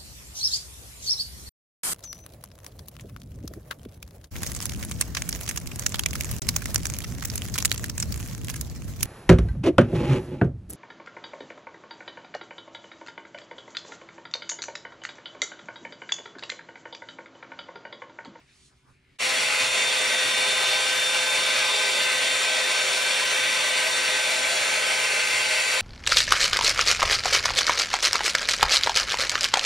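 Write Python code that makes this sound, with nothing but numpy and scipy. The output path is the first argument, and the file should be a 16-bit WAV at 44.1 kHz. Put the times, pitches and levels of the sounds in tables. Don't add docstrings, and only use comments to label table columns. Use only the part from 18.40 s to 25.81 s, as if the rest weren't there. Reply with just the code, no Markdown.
import sys
import numpy as np
from scipy import signal
from scipy.io import wavfile
from scipy.ndimage import uniform_filter1d

SR = 44100
rng = np.random.default_rng(int(sys.argv[2]) if len(sys.argv) > 2 else 0)


def decibels_to_gain(level_db):
    exponent = np.asarray(level_db, float) / 20
    return 10 ** exponent


def inscribe(sig):
    pcm = np.round(np.clip(np.atleast_2d(sig).T, -1, 1) * 32767)
    wavfile.write(sys.argv[1], SR, pcm.astype(np.int16))


N = 326781

CUT_S = 0.786
HOP, SIZE = 512, 4096
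HZ = np.fft.rfftfreq(SIZE, 1 / SR)
FRAME_S = np.arange(N // HOP + 9) * HOP / SR
# (time [s], facing [0-1])
FACING = [(0.85, 0.55), (1.15, 0.44), (1.22, .85), (2.1, 0.99), (3.2, 0.98), (4.5, 0.74), (5.83, 0.72),
          (5.95, 0.55), (6.5, 0.25), (6.85, 0.2), (7.3, 0.42)]


def evened(x):
    return x / np.sqrt(np.mean(abs(x) ** 2) + 1e-20)


def read(points, hz, axis=1):
    columns = np.transpose(points)
    return np.interp(np.log(hz + 1), np.log(columns[0] + 1), columns[axis])


def along(rows, t):
    s, *columns = np.transpose(rows)
    return [np.interp(t, s, c) for c in columns]


def smoothed(patches, rows, columns):
    return uniform_filter1d(uniform_filter1d(patches, size=rows, axis=0), size=columns, axis=1)


def drift(t, low_hz, high_hz):
    rates_hz = np.geomspace(low_hz, high_hz, num=24)
    return evened(sum(np.sin(2 * np.pi * (f * t + rng.random())) / np.sqrt(f) for f in rates_hz))


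def rings_db(modes):
    return sum(db / (1 + (2 * (HZ - hz) / width_hz) ** 2) for hz, width_hz, db in modes)


def swells(rows, t):
    return sum(db * np.exp(-((t - s) / np.where(t < s, rise_s, fall_s)) ** 2) for s, rise_s, fall_s, db in rows)


def pair(centre_db, width_db):
    # (frequency [Hz], likeness [0-1], lead [rad])
    ports = [(200, .3, -2.6), (400, .5, .6), (580, .5, .7), (680, .5, -1.3), (1050, .5, -3.),
             (1300, .45, -.5), (1800, .5, -.7), (2300, .55, -.9), (2750, .3, -2.), (3250, .45, -3.9),
             (6400, .55, -4.5), (9000, .7, -4.7)]
    a, b, c, d = rng.standard_normal((4,) + centre_db.shape)
    like = np.clip(read(ports, HZ), 0, 1)
    turn = np.exp(1j * read(ports, HZ, axis=2))
    centre = a + 1j * b
    side = like * turn * centre + np.sqrt(1 - like ** 2) * (c + 1j * d)
    z = np.array([centre * decibels_to_gain(centre_db), side * decibels_to_gain(width_db)])
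    out = signal.istft(z.swapaxes(1, 2), nperseg=SIZE, noverlap=SIZE - HOP)[1][:, :N]
    return out / np.sqrt(np.mean(out[0] ** 2))


def quiet_room():
    # (frequency [Hz], density [dB per Hz])
    rumble_shape = [(20, -14), (40, -8), (70, -2), (98, -10), (130, -1), (165, -8), (206, -11), (268, -7),
                    (322, -18), (450, -20), (700, -40)]
    bump_shape = [(250, -25), (450, -4), (750, -3), (1000, -1), (1250, -1), (1510, 2), (1800, -10),
                  (2500, -32)]
    murmur_shape = [(1200, -21), (1750, -7), (2270, -3), (2600, -7), (3200, -12), (5000, -18), (9000, -37)]
    rustle_shape = [(1500, -25), (2800, -5), (4200, 0), (5500, -2), (8000, -4), (10300, -9), (11200, -25)]
    # (frequency [Hz], level [dB])
    quiet_width = [(60, -14), (110, -15), (190, -9), (350, -10), (620, -3), (1120, -1), (2000, -12),
                   (3600, -2), (6460, -7), (11600, 5)]
    # (rumble [dB], handling bump [dB], tile murmur [dB], sleeve rustle [dB])
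    rest_db = (-67, -77.5, -72, -78)
    # (peak time [s], rise [s], fall [s], gain [dB])
    rumbles = [
        (.24, .1, .05, 4),
        (.37, .04, .03, 4),
        (.5, .05, 0.041, 7.5),
        (.72, .1, .03, 3),
    ]
    bumps = [
        (0.0, .01, .05, 10),
        (.322, .02, .03, 8.6),
        (.49, 0.043, .045, 12),
    ]
    murmurs = [
        (0.0, .01, .04, 11.4),
        (.1, .03, 0.077, 9.5),
        (.76, 0.13, .05, 5.5),
    ]
    rustles = [
        (.26, .2, 0.058, 17),
        (.38, .03, .03, 4),
        (.51, .04, .05, 5),
        (.66, .07, .07, -12),
    ]

    patches = rng.standard_normal((90, len(HZ)))
    patches_db = 2.0 * evened(smoothed(patches, 5, 40))
    shapes = (rumble_shape, bump_shape, murmur_shape, rustle_shape)
    fields_db = [read(shape, HZ) + patches_db for shape in shapes]
    layers = [pair(db, db + read(quiet_width, HZ)) for db in fields_db]

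    t = np.arange(layers[0].shape[1]) / SR
    moves = (rumbles, bumps, murmurs, rustles)
    levels_db = [db + swells(rows, t) for db, rows in zip(rest_db, moves)]
    hum_hz, hum_db = 380, -79
    hum = decibels_to_gain(hum_db + 3 + 2 * drift(t, 3., 20)) * np.sin(2 * np.pi * hum_hz * t)
    room = hum * np.array([[1], [.3]])
    room = room + sum(layer * decibels_to_gain(db) for layer, db in zip(layers, levels_db))
    return np.pad(room, ((0, 0), (0, N - len(t))))


def air():
    # (frequency [Hz], density [dB per Hz])
    rush_shape = [(30, -42), (60, -35), (110, -29.5), (200, -23.5), (320, -16.5), (450, -24.5), (800, -13),
                  (1300, -12.5), (2000, -3.5), (2800, 0.5), (3700, -5.5), (4800, -13), (8500, -15.5),
                  (11000, -22)]
    # (frequency [Hz], density against the loudest part of the rush [dB per Hz])
    rush_width = [(30, -71.9), (100, -55.4), (250, -38.3), (420, -29.9), (520, -23.2), (800, -12.7),
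                  (1500, -18.7), (2400, -14.2), (3450, -13.5), (6350, -19.6), (8000, -17.9), (10500, -16.9),
                  (13000, -19.6), (15800, -26.6)]
    # (frequency [Hz], width [Hz], gain [dB])
    tiles = [(117, 22, 11.0), (157, 14, -4.3), (315, 45, -9.5), (420, 65, 10.6), (469, 14, 5.5),
             (590, 167, 9.6), (636, 17, 7.4), (699, 24, 6.3), (720, 48, -7.6), (769, 28, -11.0),
             (818, 30, -8.6), (818, 108, 10.8), (923, 24, -9.4), (971, 17, -4.5), (1029, 47, 10.9),
             (1064, 44, -7.5), (1189, 18, 11.0), (1189, 50, -5.0), (1237, 15, 5.4), (1314, 38, 4.3),
             (1440, 24, 2.9), (1487, 15, 3.7), (1526, 14, 7.6), (1626, 21, -3.3), (1717, 28, -6.3),
             (1848, 52, -3.2), (1902, 14, 3.4), (1951, 14, 3.8)]
    barrel = [(2103, 20, 5), (2164, 96, -5.9), (2336, 393, 6.1), (2471, 238, -10.7), (2494, 60, 11),
              (2564, 95, -7), (2575, 38, 8.9), (2800, 31, -5.4), (2899, 31, 6.2), (2953, 127, -11),
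              (3046, 15, 4.2), (3136, 124, -7.5), (3174, 35, 8.3), (3235, 24, -5.3), (3348, 31, 9.1),
              (3485, 352, -7.2), (3504, 42, 5), (3608, 40, 5.5), (3694, 238, -4.9), (3811, 55, 3),
              (4172, 46, 2.6), (4459, 158, 6.3), (4673, 112, 4.5), (5150, 300, -2.5), (5470, 200, 5.6),
              (5640, 90, 4), (6350, 80, -2), (6690, 100, 2)]
    port_rings = [(471, 36, -6.4), (540, 26, 9.1), (620, 20, -5.5), (663, 24, 2.1), (802, 33, 5.1),
                  (871, 242, -7.8), (1080, 37, 2.4), (1162, 66, 6.4), (1239, 46, -2.3), (1660, 46, -8.8),
                  (1671, 106, 11.0), (2170, 133, 4.5), (2271, 62, -3.7), (2454, 84, -7.9), (2517, 71, 5.4),
                  (2573, 34, 8.6), (2670, 58, -5.8), (2692, 53, 10.7), (2759, 61, 5.1), (2845, 44, 4.8),
                  (2944, 90, -2.7), (3183, 23, 2.4), (3321, 20, 3.5), (3458, 20, -10.9)]
    # (frequency [Hz], width [Hz], gain [dB] per unit the facing falls below 0.7,
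    # reversed above it)
    turned_rings = [(2120, 160, 6.5), (2330, 150, 0), (2640, 250, 0.5), (3430, 60, -4)]

    patches = rng.standard_normal((len(FRAME_S), len(HZ)))
    wander = evened(smoothed(patches, 30, 6))
    eddies = evened(smoothed(patches[::-1], 5, 60))
    hiss_db = 0.34 * (HZ > 5000)
    turned = (.7 - along(FACING, FRAME_S)[0])[:, None]
    field_db = 1.87 * wander + 0.59 * eddies + hiss_db + turned * rings_db(turned_rings)
    centre_db = read(rush_shape, HZ) + rings_db([*tiles, *barrel]) + field_db
    width_db = read(rush_width, HZ) + 0.1 + rings_db(port_rings) + field_db
    rush = pair(centre_db, width_db)

    t = np.arange(N) / SR
    flutter_db = .5 * drift(t, 4.5, 70)
    return rush * decibels_to_gain(-24.02 + flutter_db)


def whine():
    # (time [s], speed [Hz])
    shaft_speed = [(0.95, 516.0), (1.3, 515.7), (1.65, 514.6), (3.9, 514.7), (4.3, 515.0), (4.9, 515.1),
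                   (5.3, 514.6), (5.7, 514.9), (6.1, 514.5), (7.0, 514.9)]
    # (level when facing squarely [dB], loss when turned fully away [dB])
    faced_tones = [
        (-41, 4.5),
        (-37, 1),
        (-30.5, 15.0),
        (-55, -5),
    ]
    # (multiple of shaft, level [dB], lead [rad])
    side_tones = [
        (1, -46.5, .5),
        (3, -48.5, -.4),
        (7, -52, 0),
        (14, -55, 1.6),
    ]
    # (multiple of shaft, centre [dB], difference [dB], lead [rad])
    faint_orders = [(2, -55, -47, 3.1), (5, -60, -50, -1.5), (8, -46, -70, 0), (11, -55, -70, 0),
                    (18, -60, -56, 1.6), (19, -63, -55, 1.6), (21, -60, -49, 1.6), (28, -70, -60, 1.6)]
    # (time [s], half length [s], gain [dB])
    flares = [
        (1.37, .13, 14),
        (2.9, .3, 5),
        (4.1, .3, 4),
        (6.0, 0.24, 12),
        (7.3, .25, 10),
    ]
    press_s, press_rise_s, loose_db = 1.4, 0.73, -7
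    ease_s, ease_db_per_s = 6.6, -2.5

    t = np.arange(N) / SR
    shaft_hz = along(shaft_speed, t)[0]
    away = 1 - along(FACING, t)[0]
    shaft, third, blade, second = [db - lost_db * away for db, lost_db in faced_tones]
    loose = np.clip(1 - (t - press_s) / press_rise_s, 0, 1)
    third = third + loose_db * loose + ease_db_per_s * np.maximum(t - ease_s, 0)
    second = second + swells([(s, half_s, half_s, db) for s, half_s, db in flares], t)
    tones_db = shaft, third, blade, second

    turns = np.cumsum(shaft_hz + 0.42 * drift(t, 3., 40)) / SR
    main = [(k, db, side_db, lead) for (k, side_db, lead), db in zip(side_tones, tones_db)]
    out = np.zeros((2, N))
    for k, db, side_db, lead in [*main, *faint_orders]:
        swell_db = 1.2 * drift(t[::64], 2.5, 25).repeat(64)[:N]
        angle = 2 * np.pi * (k * turns + rng.random())
        out[0] += decibels_to_gain(db + 3 + swell_db) * np.sin(angle)
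        out[1] += decibels_to_gain(side_db + 1 + .5 * swell_db) * np.sin(angle + lead)
    return out


def scene():
    fade_out_s, fade_in_s = 0.023, 0.034
    t = np.arange(N) / SR
    before = np.clip((CUT_S - t) / fade_out_s, 0, 1)
    after = np.clip((t - CUT_S) / fade_in_s, 0, 1)
    centre, side = before * quiet_room() + after * (air() + whine())
    return np.array([centre + side, centre - side])


def dropouts(both):
    # (frequency [Hz], centre, difference)
    margins = [(3400, 6, 6), (3440, 6, 3), (3470, 6, -2), (3600, 6, -.9), (3750, 6, -2.8), (5000, 6, -2.8),
               (5300, 6, -1.5), (6150, 6, -1.2), (6250, 6, 2.4), (7600, 6, 4), (10000, 4, 5),
               (10900, 1.8, 5), (11000, 0, 5), (11550, -.3, 5), (11750, -2.5, 5), (12400, -3.2, 4),
               (12500, -9, 3), (13500, -9, 1.6), (13700, -9, .6), (14500, -9, .4), (14600, -9, -.4),
               (15700, -9, -.8), (15850, -9, -9)]
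    # (time [s], loss)
    losses = [
        (0, 1.8),
        (.8, 1.5),
        (.9, 2.8),
        (1.7, 2.6),
        (2.3, .8),
        (2.7, 0),
        (7.41, 0),
    ]
    full_s, full_half_s, top_db = 4.853, .009, -9

    hz, t, z = signal.stft(both, SR, nperseg=1024, noverlap=768)
    for channel in (0, 1):
        is_centre = 1 - channel
        chance = rng.standard_normal((len(hz) // 4 + 1, len(t) // 4 + 1))
        chance = evened(uniform_filter1d(chance, size=2, axis=1) + 2.5 * smoothed(chance, 9, 3))
        chance = chance.repeat(4, 0).repeat(4, 1)[:len(hz), :len(t)]
        margin = read(margins, hz, axis=1 + channel)[:, None]
        share = np.select([hz < 5100, hz < 6200, hz < 7700], [0, -.3, 1], .25)[:, None]
        lost = along(losses, t)[0] * share
        spare = 3.2 * (t < CUT_S + .02) * ((hz > 3400) & (hz < 6200))[:, None]
        whole = ((hz < 12500) | (hz > 15000))[:, None]
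        spare = spare + 20 * (abs(t - full_s) < full_half_s) * whole * is_centre
        z[channel] *= decibels_to_gain(top_db * (hz > 12500) * is_centre)[:, None]
        z[channel] *= chance < margin - lost + spare
    return signal.istft(z, SR, nperseg=1024, noverlap=768)[1][:, :N]


def band_limit(x):
    return signal.sosfilt(signal.butter(12, 15900, fs=SR, output="sos"), x)


def record(dry):
    both = np.array([dry[0] + dry[1], dry[0] - dry[1]]) / 2
    centre, side = dropouts(both)
    return band_limit(np.array([centre + side, centre - side]))


dry = scene()
out = record(dry)
inscribe(out)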